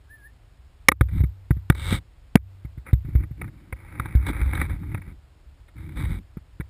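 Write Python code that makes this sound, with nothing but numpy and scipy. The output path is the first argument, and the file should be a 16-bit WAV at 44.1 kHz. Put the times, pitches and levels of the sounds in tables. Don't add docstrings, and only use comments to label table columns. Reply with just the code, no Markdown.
import sys
import numpy as np
from scipy import signal
from scipy.fft import rfft, irfft
from scipy.io import wavfile
from scipy.ndimage import uniform_filter1d

SR = 44100
rng = np.random.default_rng(int(sys.argv[2]) if len(sys.argv) > 2 else 0)


def put_to_file(sound):
    columns = np.atleast_2d(sound).T
    safe = np.clip(columns, -1, 1)
    whole_steps = np.round(safe * 32767)
    wavfile.write(sys.argv[1], SR, whole_steps.astype(np.int16))


N = 295404
TIME = np.arange(N) / SR


def from_db(db):
    return 10 ** (np.asarray(db) / 20)


def rms_one(x):
    return x / np.sqrt(np.mean(x ** 2) + 1e-20)


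def even(x, seconds=0.03):
    return x / np.sqrt(np.abs(uniform_filter1d(x * x, int(seconds * SR) + 1)) + 1e-12)


def cut(x, hz, kind, order=2):
    return signal.sosfilt(signal.butter(order, hz, kind, fs=SR, output="sos"), x + 1e-18)


def drift(hz):
    return rms_one(cut(rng.standard_normal(N + SR), hz, "low")[SR:])


def resonate(x, modes):
    out = 0
    for k, (hz, width_hz, db) in enumerate(modes):
        r = np.exp(-np.pi * width_hz / SR)
        zeros = [(1 - r * r) / 2, 0, (r * r - 1) / 2]
        poles = [1, -2 * r * np.cos(2 * np.pi * hz / SR), r * r]
        out = out + (-1) ** k * from_db(db) * signal.lfilter(zeros, poles, x + 1e-18)
    return out


def gate(start, end, attack_s, release_s):
    fade = np.maximum(start - TIME, 0) / attack_s + np.maximum(TIME - end, 0) / release_s
    return np.exp(-np.minimum(fade, 30))


def add(track, start_s, sound):
    start = int(start_s * SR)
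    track[start:start + len(sound)] += sound[:N - start]


# frequency in Hz, relative spectral level in dB.
AIR_SPECTRUM = [(15, -46), (25, -13.5), (60, -6.5), (151, -22.5), (194, -33.5), (271, -30.5), (476, -36.5),
                (667, -36), (977, -38.5), (2630, -43), (5400, -47.5), (7020, -71), (11900, -120)]


def air(level_db=-51.5, rumble_hz=150, swell_db=2, swell_hz=4.4):
    hz, db = np.transpose(AIR_SPECTRUM)
    bins_hz = np.maximum(np.fft.rfftfreq(N, 1 / SR), 1)
    colour = from_db(np.interp(np.log(bins_hz), np.log(hz), db))
    noise = rms_one(irfft(rfft(rng.standard_normal(N)) * colour, N))
    rumble = cut(noise, rumble_hz, "low")
    swell = from_db(swell_db * drift(swell_hz))
    return from_db(level_db) * (noise + rumble * (swell - 1))


# time in seconds, pitch in Hz, relative level in dB.
WHISTLE_CURVE = [(0.09, 1580, -66), (0.11, 1715, -47), (0.126, 1780, -48), (0.142, 1786, -45.5),
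                 (0.17, 1746, -58), (0.22, 1636, -56.5), (0.25, 1677, -46.5), (0.274, 1834, -47),
                 (0.29, 1830, -86)]


def bird(gain_db=1, waver=0.004, fade_s=0.008, echo_s=0.0282, echo_db=-13):
    times, hz, db = np.transpose(WHISTLE_CURVE)
    pitch_hz = np.interp(TIME, times, hz) * (1 + waver * drift(hz=80))
    level = from_db(np.interp(TIME, times, db) + gain_db) * gate(times[0], times[-1], fade_s, fade_s)
    whistle = level * np.sin(2 * np.pi * np.cumsum(pitch_hz) / SR)
    return whistle + from_db(echo_db) * np.interp(TIME - echo_s, TIME, whistle)


# pitch in Hz, width in Hz, relative gain in dB.
BODY_MODES = [(308, 65, 2.5), (525, 57, -0.5), (861.3, 170, -2.5), (1258, 150, 0), (1548, 321, -3.5),
              (1930, 120, -1), (2242, 215, -0.5)]


def case_body(force):
    return rms_one(cut(resonate(force, BODY_MODES), hz=2496, kind="low", order=7))


# pitch in Hz, width in Hz, relative gain in dB.
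EDGE_MODES = [(2750, 610, -5), (3520, 380, 2.5), (3794, 280, 4), (4570, 200, -28.5), (4520, 270, -16.5)]


def case_edge(force):
    return rms_one(cut(resonate(force, EDGE_MODES), hz=2720, kind="high"))


# pitch in Hz, width in Hz, relative gain in dB.
JUDDER_MODES = [(44.94, 12.86, -2), (65.36, 14, 2), (92.1, 30, -0.5), (143, 115.6, -15),
                (296, 52.74, -16.5)]


def pole_shake(judder, groan, split_hz=200):
    shake = even(resonate(rng.standard_normal(N), JUDDER_MODES))
    shake = cut(shake, hz=356, kind="low", order=6)
    return judder * cut(shake, split_hz, "low", order=4) + groan * cut(shake, split_hz, "high", order=4)


def slips(per_s=1800, size_db=4, hiss=0.4, bunch_db=1.24, bunch_hz=80):
    sizes = from_db(size_db * np.minimum(rng.exponential(1, N), 4)) * rng.choice([-1, 1], N)
    grains = rms_one(sizes * (rng.random(N) < per_s / SR))
    texture = grains + hiss * rng.standard_normal(N)
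    return even(texture * from_db(bunch_db * drift(bunch_hz)))


def snags(friction, per_s=17, decay_s=0.0034, depth=1.585, slides_above_db=-60.5):
    catches = (rng.random(N) < per_s / SR) * rng.uniform(0, 1.8, N)
    jumps = signal.lfilter([1], [1, -np.exp(-1 / (decay_s * SR))], catches + 1e-18)
    return 1 + depth * jumps / np.sqrt(1 + friction / from_db(slides_above_db))


def stroke_envelopes(strokes, shake_follows=0.79):
    power = np.zeros((4, N))
    for start, firmest, end, friction_db, swell_db, judder_db, groan_db, edge_db in strokes:
        ease_db = -swell_db * np.interp(TIME, [start, firmest, end], [1, 0, 1])
        friction = from_db(friction_db + ease_db) * gate(start, end, attack_s=0.0063, release_s=0.0018)
        shaking = from_db(shake_follows * ease_db) * gate(start, end, attack_s=0.0076, release_s=0.018)
        power += np.square([friction, friction * from_db(edge_db),
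                            shaking * from_db(judder_db), shaking * from_db(groan_db)])
    return np.sqrt(power)


# start, firmest moment and end in seconds, then in dB
SCRAPE_STROKES = [(1.022, 1.028, 1.044, -52.5, 8, -45, -45, -7.5),
                  (1.116, 1.19, 1.222, -47, 9.5, -20.5, -32, -9),
                  (1.769, 1.943, 1.989, -31, 17, -21.5, -31, -0.5),
                  (2.86, 2.895, 2.916, -41.5, 11.5, -42, -33, -26),
                  (3.063, 3.237, 3.25, -54, 10.5, -27.5, -29.5, -23),
                  (3.37, 3.443, 3.49, -55, 9.5, -32.5, -29, -29.5),
                  (3.53, 3.579, 3.74, -64, 4.5, -53, -39.5, -16),
                  (3.764, 4.035, 4.54, -46, 11.5, -39, -34.5, -21.5),
                  (4.214, 4.4, 4.51, -39.5, 9, -28, -32, -16.5),
                  (4.265, 4.289, 4.31, -35, 6.5, -29, -16, -7.5),
                  (4.491, 4.619, 4.67, -34.5, 11, -23, -22.5, -14.5),
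                  (4.674, 4.71, 4.78, -41, 15, -23, -24.5, -16.5),
                  (4.789, 4.933, 5.0, -54, 4.5, -31, -31, -16),
                  (5.031, 5.092, 5.13, -55.5, 4, -40.5, -38, -18),
                  (5.76, 5.8, 6.19, -56, 8, -36.5, -34, -11), (5.963, 5.99, 6.06, -40, 6, -28, -29.5, -10),
                  (6.05, 6.118, 6.19, -43, 11, -25, -26, -9)]


def scrapes(thin_hz=330, sing_hz=2130, sing_width_hz=450, sing_db=-3):
    friction, edge, judder, groan = stroke_envelopes(SCRAPE_STROKES)
    force = slips() * snags(friction)
    force = cut(force, thin_hz, "high", order=1) + resonate(force, [(sing_hz, sing_width_hz, sing_db)])
    return friction * case_body(force) + edge * case_edge(force) + pole_shake(judder, groan)


def click(peak_db, hz, edge_db, first_touch=5, colour_width_hz=600, colour_db=2):
    t = TIME[:SR // 16]
    chatter_s = 0.0062 * 2 ** (-(peak_db + 25) / 25)
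    force = rng.standard_normal(len(t)) * np.exp(-(t / chatter_s) ** 2)
    force[0] += first_touch
    force = force + resonate(force, [(hz, colour_width_hz, colour_db)])
    ring = case_body(force) + from_db(edge_db) * case_edge(force)
    envelope_peak = np.sqrt(2 * uniform_filter1d(ring ** 2, size=48).max())
    return from_db(peak_db) * ring / envelope_peak


# start in seconds, peak level in dB, accented pitch in Hz,
# hard edge in dB relative to the body.
MOUNT_TICKS = [(0.8858, 5.5, 1096, -18.5), (1.0849, -42.5, 1800, -14), (1.7208, -29.5, 1500, -15),
               (1.7485, -31, 1750, -8), (2.368, -23, 2140, -22), (2.864, -36.5, 1775, -24.5),
               (3.234, -38, 2000, -21.5), (3.414, -25, 2240, -23), (3.4417, -35, 1747, -25),
               (3.477, -43, 1780, -16), (4.2655, -24, 1700, -12.5), (4.286, -25.5, 1300, -11),
               (4.3305, -32, 1620, -27), (4.532, -21, 2060, -29), (4.551, -24.5, 1820, -7.5),
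               (4.5751, -23.5, 1630, -29), (4.614, -15.5, 1848, -23), (4.6953, -34.5, 1864, -15),
               (4.8293, -41, 990, -21), (4.9161, -39, 1950, -24), (4.974, -38, 1960, -22),
               (5.016, -37, 2300, -25), (5.682, -49.5, 1960, -10), (5.782, -44, 1800, -15.5),
               (6.051, -33.5, 2000, -9), (6.6058, -30, 1990, -19.5)]


def ticks():
    track = np.zeros(N)
    for start, peak_db, hz, edge_db in MOUNT_TICKS:
        add(track, start, click(peak_db, hz, edge_db))
    return track


# pitch in Hz, width in Hz, relative gain in dB.
BENDING_MODES = [(64.5, 9.8, 6), (95.5, 2.4, -2), (305, 140, -4.5)]


def pole_sway(force, gain_db=2):
    return from_db(gain_db) * resonate(force, BENDING_MODES)


def shove(db, hz, cycles=1.2, cutoff_ratio=8.8, db_per_octave=24):
    t = TIME[:SR // 16]
    push = from_db(db) * np.sin(2 * np.pi * hz * t) * np.exp(-(hz * t / cycles) ** 3)
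    return -cut(push, cutoff_ratio * hz * 2 ** (db / db_per_octave), "low")


def mount_flex(thud_db, thud_hz, click_db, pitch_ratio=2.7, gain_db=-7, full_hz=137.2):
    slow_db = 20.5 * min(np.log2(thud_hz / full_hz), 0)
    return shove((thud_db + click_db) / 2 + gain_db + slow_db, pitch_ratio * thud_hz)


# start in seconds, thud strength in dB, thud pitch in Hz, send to the
# sway in dB, click peak in dB, click's accented pitch in Hz, its hard edge in dB relative to the body.
POLE_KNOCKS = [(0.8848, -8, 165, 5.5, 9, 2240, -13.5), (0.9175, -16.5, 145, 4, 1.5, 1000, -19),
               (1.0094, 1, 95.5, -6.5, -7.5, 1450, -18), (1.2051, -8, 83.6, -7, -39.5, 2000, -11),
               (1.237, -12, 119, 0.5, -35.5, 1830, -13), (1.5068, -5.5, 115, -1.5, -23.5, 1450, -21.5),
               (1.567, -22, 112, -5.5, -51.5, 1820, -13), (1.6995, -1, 124.5, -4, -7, 1470, -13.5),
               (1.925, -11, 178, -13, -23.5, 1930, -10), (2.3548, 7, 192.2, -5, -1, 1255, -25.5),
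               (2.648, -24, 110, 1.5, -47.5, 2000, -17), (2.776, -26, 103.6, 1.5, -49.5, 2000, -14),
               (2.9305, -3, 93.6, -6, -33.5, 1760, -4), (3.048, -21.5, 104, -6.5, -48, 1800, -16),
               (3.086, -26.5, 128, -1, -52, 1800, -15), (3.152, -6.5, 85.2, -1.5, -35, 1790, -15.5),
               (3.31, -21.5, 106, -6, -55, 1813, -23), (3.725, -23, 83.3, -6, -25, 2130, -27),
               (3.997, -18.5, 103, -4, -17, 1140, -21), (4.056, -25, 116, -8, -28, 1020, -16.5),
               (4.151, -6, 84, .5, -35.5, 1850, -7.5), (4.299, -28, 250, 11, -28, 1200, -17),
               (4.4137, -14.5, 63.4, -1, -25.5, 2120, -16), (4.458, -15, 61, -7, -42, 2000, -15),
               (4.945, -19, 99.1, -15, -27, 2080, -19.5), (5.076, -30.5, 116, -1, -47, 1760, -19),
               (6.037, -17, 82.7, 0.5, -42, 2000, -19), (6.3695, -25, 156, 4.5, -45.5, 1100, -22.5),
               (6.5989, -20.5, 133, 3, -39.5, 1570, -20)]


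def knocks(flex_lag_s=0.001, mic_low_cut_hz=50):
    thuds, sway_send, clicks = np.zeros((3, N))
    for start, thud_db, thud_hz, sway_db, click_db, click_hz, edge_db in POLE_KNOCKS:
        push = shove(thud_db, thud_hz)
        flex = mount_flex(thud_db, thud_hz, click_db)
        for onset, motion in ((start, push), (start + flex_lag_s, flex)):
            add(thuds, onset, motion)
            add(sway_send, onset, motion * from_db(sway_db))
        add(clicks, start, click(click_db, click_hz, edge_db))
    return cut(thuds, mic_low_cut_hz, "high") + pole_sway(sway_send) + clicks


def scene():
    return (knocks() + ticks() + scrapes() + bird() + air())[None]


def limiter(x, threshold_db=-3, attack_s=0.009, release_db_per_s=110):
    over_db = np.maximum(20 * np.log10(np.abs(x) + 1e-9) - threshold_db, 0)
    release_db = release_db_per_s * TIME
    held_db = np.maximum.accumulate(over_db + release_db) - release_db
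    r = np.exp(-1 / (attack_s * SR))
    return x * from_db(-signal.lfilter([1 - r], [1, -r], held_db))


def record(dry, rate_hz=12000, ceiling=0.85, top_hz=15000, oversample=8):
    band = cut(limiter(dry[0]), hz=5900, kind="low", order=8)
    samples = np.interp(np.arange(0, N, SR / rate_hz), np.arange(N), band)
    held = np.repeat(np.clip(samples, -ceiling, ceiling), oversample)
    steps = signal.resample_poly(held, SR, oversample * rate_hz)[:N]
    return np.convolve(steps, signal.firwin(127, top_hz, fs=SR), "same")[None]


dry = scene()
out = record(dry)
put_to_file(out)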